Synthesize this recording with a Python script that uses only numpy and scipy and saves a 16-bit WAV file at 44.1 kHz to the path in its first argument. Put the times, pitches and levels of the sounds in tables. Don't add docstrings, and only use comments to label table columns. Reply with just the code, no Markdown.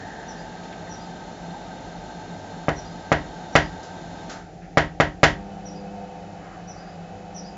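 import sys
import numpy as np
from scipy import signal
from scipy.fft import irfft, next_fast_len
from scipy.io import wavfile

SR = 44100
rng = np.random.default_rng(int(sys.argv[2]) if len(sys.argv) > 2 else 0)


def dump_mix(stems):
    frames = np.atleast_2d(stems).T
    limited = np.clip(frames, -1, 1)
    pcm = np.round(limited * 32767).astype(np.int16)
    wavfile.write(sys.argv[1], SR, pcm)


N = 333837


def knocks(rattle_db, rattle_peak_s):
    # start in seconds, strength in dB.
    raps = [(2.6835, -1.5), (3.1179, 1), (3.5538, 4), (4.7728, 2.5), (5.0011, 2), (5.2320, 5)]
    # frequency in Hz, relative level in dB.
    rattle_colour = [(800, -23), (1800, 9.5), (3000, 7), (4200, -5), (5000, -0.5), (6200, -5), (7200, -4)]
    contact_hz, db_per_octave = 1500, 4.5
    rattle_growth = 2.5
    out, t = np.zeros(N), np.arange(int(.8 * SR)) / SR
    response = window_response(t, push_db=4.0, ring_db=-1.5, push_s=0.00014)
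    shake = (t / rattle_peak_s * np.exp(1 - t / rattle_peak_s)) ** 3
    for s, db in raps:
        corner_hz = contact_hz * 2 ** (db / db_per_octave)
        pole = np.exp(-2 * np.pi * corner_hz / SR)
        blow = from_db(db) * signal.lfilter([(1 - pole) ** 2], [1, -2 * pole, pole * pole], response)
        rattle = from_db(rattle_db + rattle_growth * db) * shake * coloured(rattle_colour, len(t))
        add(out, blow + rattle, s)
    return out


def window_response(t, push_db, ring_db, push_s):
    # frequency in Hz, relative level in dB, T60 in seconds.
    modes = [(47, -44, 0.71), (59, -42, 0.5), (81, -38, 0.82), (110, -31, 0.19), (151, -22, 0.36),
             (165, -35, 0.29), (206, -33, 0.22), (233, -33, 0.31), (301, -27, 0.41), (390, -31, 0.38),
             (448, -22, 0.15), (553, -22, 0.18), (602, -25, 0.25), (658, -32, 0.34), (696, -19, 0.2),
             (781, -20, 0.16), (928, -28, 0.3), (1088, -27, 0.2), (1148, -30, 0.16), (1213, -32, 0.22),
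             (1264, -31, 0.26), (1306, -27, 0.24), (1488, -25, 0.22), (1570, -28, 0.3), (1641, -26, 0.21),
             (1730, -20, 0.16), (1785, -29, 0.28), (1876, -24, 0.28), (1933, -22, 0.22), (2110, -23, 0.17)]
    # delay in milliseconds, gain.
    echoes = [(1.76, 0.25), (2.22, -0.47), (4.17, 0.25), (5.3, 0.027), (6.73, 0.26), (12.9, -0.14)]
    pulse = lambda delay_s: np.exp(-((t - delay_s - push_s) / push_s) ** 2)
    push = pulse(0) + sum(gain * pulse(ms / 1000) for ms, gain in echoes)
    ring = sum(from_db(db - 60 * t / t60) * np.cos(2 * np.pi * hz * t) for hz, db, t60 in modes)
    ring *= 1 - np.exp(-(t / push_s) ** 2)
    return from_db(push_db) * push + from_db(ring_db) * ring + room_tail(t, level_db=-9.0)


def room_tail(t, level_db):
    # frequency in Hz, relative level in dB.
    colour = [(50, -6), (150, -16.5), (260, -7.5), (380, -11.5), (550, 0.5), (750, 2.5), (950, -1),
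              (1100, -2.5), (1250, -4), (1550, -1.5), (1950, 0.5), (2400, -9), (3100, -5.5), (4000, -10.5),
              (7200, -9)]
    # frequency in Hz, build-up time in seconds.
    build_times = [(1800, 0.0012), (2600, 0.0023), (5000, 0.01)]
    # frequency in Hz, T60 in seconds.
    decay_times = [(60, 0.51), (200, 0.39), (700, 0.16), (1500, 0.22), (2600, .24), (6000, 0.22)]
    out, edges = np.zeros(len(t)), np.geomspace(40, 10000, 13)
    for low, high in zip(edges, edges[1:]):
        hz = np.sqrt(low * high)
        band_pass = signal.butter(2, [low, high], "band", fs=SR, output="sos")
        band = signal.sosfilt(band_pass, coloured(colour, len(t)))
        bloom = 1 - np.exp(-t / at_hz(build_times, hz))
        out += band * bloom * from_db(-60 * t / at_hz(decay_times, hz))
    return from_db(level_db) * out


def water(t, level_db):
    # frequency in Hz, relative level in dB.
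    colour = [(100, -5), (215, 5), (350, -0.5), (550, -1), (700, 5), (900, 0), (1030, -11), (1400, -10),
              (1900, -11.5), (2400, -18), (3100, -15.5), (3700, -20.5), (5200, -19.5), (7200, -19.5)]
    # centre in Hz, half-width in Hz, level in dB before pipes_db.
    pipes = [(876, 36, -48.5), (1269, 19, -60.5), (1567, 28, -53.5), (3673, 160, -60), (4216, 78, -62)]
    # start in seconds, level in dB, centre in Hz, width in octaves,
    # decay in seconds.
    spurts = [(0, -43.5, 1725, 0.13, 0.43), (0.634, -46.5, 2500, 1.3, 0.03), (.726, -41, 1900, .7, 0.0093),
              (.872, -41.5, 1750, 0.19, 0.018), (1.438, -36, 830, 0.16, 0.014),
              (1.545, -34, 840, 0.083, 0.027), (3.83, -46, 5200, 0.59, 0.044),
              (4.295, -33.5, 4500, 3.9, 0.047), (4.296, -42, 1440, 0.33, 0.092),
              (4.619, -52, 1720, 0.41, 0.073)]
    valve_shuts_s, shut_db_per_s, pipes_db = 4.37, 142, 1.0
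    flow = from_db(-shut_db_per_s * np.maximum(t - valve_shuts_s, 0))
    out = flow * (from_db(level_db) * coloured(colour) + from_db(pipes_db) * resonant(pipes))
    age = t[:SR]
    attack = 1 - np.exp(-age / 0.00084)
    for s, db, centre_hz, octaves, decay_s in spurts:
        hiss = band_noise(centre_hz, octaves, len(age))
        add(out, from_db(db) * hiss * attack * np.exp(-age / decay_s), s)
    return out


def motor(t, whirr_level_db):
    # frequency in Hz, base level in dB.
    low_lines = [(199.3, -42), (398.6, -54.5)]
    upper_lines = [(301, -56.5), (500.5, -49), (699.8, -52), (797, -52), (899, -55.5)]
    # start and end in seconds, gain of the low hum and of the upper hum in dB.
    bouts = [(5.336, 6.04, 0, -3), (6.052, 6.4, -8.5, -4.5), (7.13, 7.65, -10, -6.5)]
    # frequency in Hz, relative level in dB.
    whirr_colour = [(150, -23), (350, -9), (550, 4.5), (780, 5), (1020, -5.5), (1500, -4), (2200, -13),
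                    (2800, -16.5), (4000, -16.5), (7200, -22.5)]
    # centre in Hz, half-width in Hz, level in dB.
    whine = [(742, 37, -48), (2580, 61, -64.5), (2976, 50, -67.5)]
    starts_s, run_up_s, resting_hum_db = 5.1, 0.43, -11
    running = np.clip((t - starts_s) / run_up_s, 0, 1)
    low, upper = hum(t, low_lines, waver=0.16), hum(t, upper_lines, waver=0.46)
    tones = from_db(resting_hum_db) * running * (low + upper)
    for start_s, end_s, low_db, upper_db in bouts:
        swell = held(t, start_s, end_s, fade_s=0.09)
        tones += swell * (from_db(low_db) * low + from_db(upper_db) * upper)
    return tones + running * (from_db(whirr_level_db) * coloured(whirr_colour) + resonant(whine))


def hum(t, lines, waver):
    out = np.zeros(len(t))
    for hz, db in lines:
        tone = np.sqrt(2) * np.sin(2 * np.pi * (hz * t + rng.random()))
        out += from_db(db) * tone * (1 + waver * noise(lambda f: np.exp(-f / 4)))
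    return out


def bird():
    # start in seconds, level in dB, number of low notes after the whistle.
    calls = [(.266, -39.5, 1), (.881, -38, 1), (2.742, -38.5, 1), (3.519, -38.5, 1), (5.639, -39, 1),
             (6.664, -39.5, 2), (7.333, -34.5, 1)]
    note_spacing_s, low_note_db, repeat_loss_db = .094, -8.5, 4
    out = np.zeros(N)
    for s, db, low_notes in calls:
        whistle = chirp(length_s=.062, top_hz=5900, top_s=.023, sag_hz=1700, waver=.017)
        add(out, from_db(db) * whistle, s)
        for k in range(round(low_notes)):
            note = chirp(length_s=.06, top_hz=4940, top_s=.038, sag_hz=260, waver=0.02)
            add(out, from_db(db + low_note_db - k * repeat_loss_db) * note, s + (k + 1) * note_spacing_s)
    return out


def chirp(length_s, top_hz, top_s, sag_hz, waver):
    near_decay_s, garden_db, garden_t60_s = .0025, 1.5, 0.28
    t, lag = np.arange(0, length_s, 1 / SR), np.arange(SR // 2) / SR
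    near_and_far = np.exp(-lag / near_decay_s) + from_db(garden_db - 60 * lag / garden_t60_s)
    echoes = rng.standard_normal(len(lag)) * near_and_far
    wobble = 1 + waver * noise(lambda hz: np.exp(-hz / 200), len(lag))[:len(t)]
    pitch_hz = top_hz - sag_hz * ((t - top_s) / (length_s - top_s)) ** 2
    note = np.sin(np.pi * t / length_s) ** 2 * np.sin(2 * np.pi * np.cumsum(pitch_hz * wobble) / SR)
    heard = signal.fftconvolve(note, echoes)
    return heard * np.linalg.norm(note) / np.linalg.norm(heard)


def rush(t, centre_hz, octaves, fade_s):
    # start and end in seconds, level in dB.
    swells = [(6.39, 6.625, -50), (6.704, 6.945, -53)]
    envelope = sum(from_db(db) * held(t, start_s, end_s, fade_s) for start_s, end_s, db in swells)
    return envelope * band_noise(centre_hz, octaves)


def room_tone(level_db):
    # frequency in Hz, relative level in dB.
    colour = [(20, -4.5), (42, 5.5), (80, -7), (130, -2.5), (175, -2), (215, -8.5), (300, -0.5), (400, -5),
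              (600, -6), (770, 2), (1020, -27), (1800, -19.5), (3200, -27.5), (7200, -29)]
    # centre in Hz, half-width in Hz, level in dB.
    drone = [(97.7, 4.8, -53.5), (172.6, 8, -44)]
    return from_db(level_db) * coloured(colour) + resonant(drone)


def noise(gain_at, size=N):
    padded = next_fast_len(size, True)
    hz = np.arange(padded // 2 + 1) * SR / padded
    x = irfft(gain_at(hz) * np.exp(2j * np.pi * rng.random(len(hz))), padded)[:size]
    return x / np.sqrt(np.mean(x ** 2) + 1e-20)


def coloured(spectrum, size=N):
    return noise(lambda hz: from_db(at_hz(spectrum, hz)), size)


def resonant(rows):
    return sum(from_db(db) * noise(lambda hz: 1 / (1 + ((hz - centre) / half_width) ** 2))
               for centre, half_width, db in rows)


def band_noise(centre_hz, octaves, size=N):
    return noise(lambda hz: np.exp(-.5 * (np.log2((hz + 1) / centre_hz) / octaves) ** 2), size)


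def from_db(db):
    return 10 ** (np.asarray(db) / 20)


def at_hz(points, hz):
    f, value = np.transpose(points)
    return np.interp(np.log(hz + 1e-3), np.log(f), value)


def held(t, start_s, end_s, fade_s):
    return np.clip(.5 + np.minimum(t - start_s, end_s - t) / fade_s, 0, 1)


def add(out, sound, s):
    start = max(round(s * SR), 0)
    out[start:start + len(sound)] += sound[:len(out) - start]


def low_pass(x, hz):
    return signal.fftconvolve(x, signal.firwin(401, hz, window=("kaiser", 7), fs=SR)[None], "same")


def scene():
    t = np.arange(N) / SR
    indoors = room_tone(level_db=-43.5) + water(t, level_db=-40.0) + motor(t, whirr_level_db=-48)
    outdoors = bird() + rush(t, centre_hz=1360, octaves=0.47, fade_s=0.11)
    return (knocks(rattle_db=-24.5, rattle_peak_s=0.0074) + outdoors + indoors)[None]


def record(dry):
    dry = signal.sosfilt(signal.butter(6, 37, "high", fs=SR, output="sos"), dry)
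    rounded = 1.02 * np.tanh((np.abs(dry) / 1.02) ** 3) ** (1 / 3) * np.sign(dry)
    clipped = np.clip(low_pass(rounded, hz=7450), -1, 1)
    return low_pass(clipped, hz=15600)


dry = scene()
out = record(dry)
dump_mix(out)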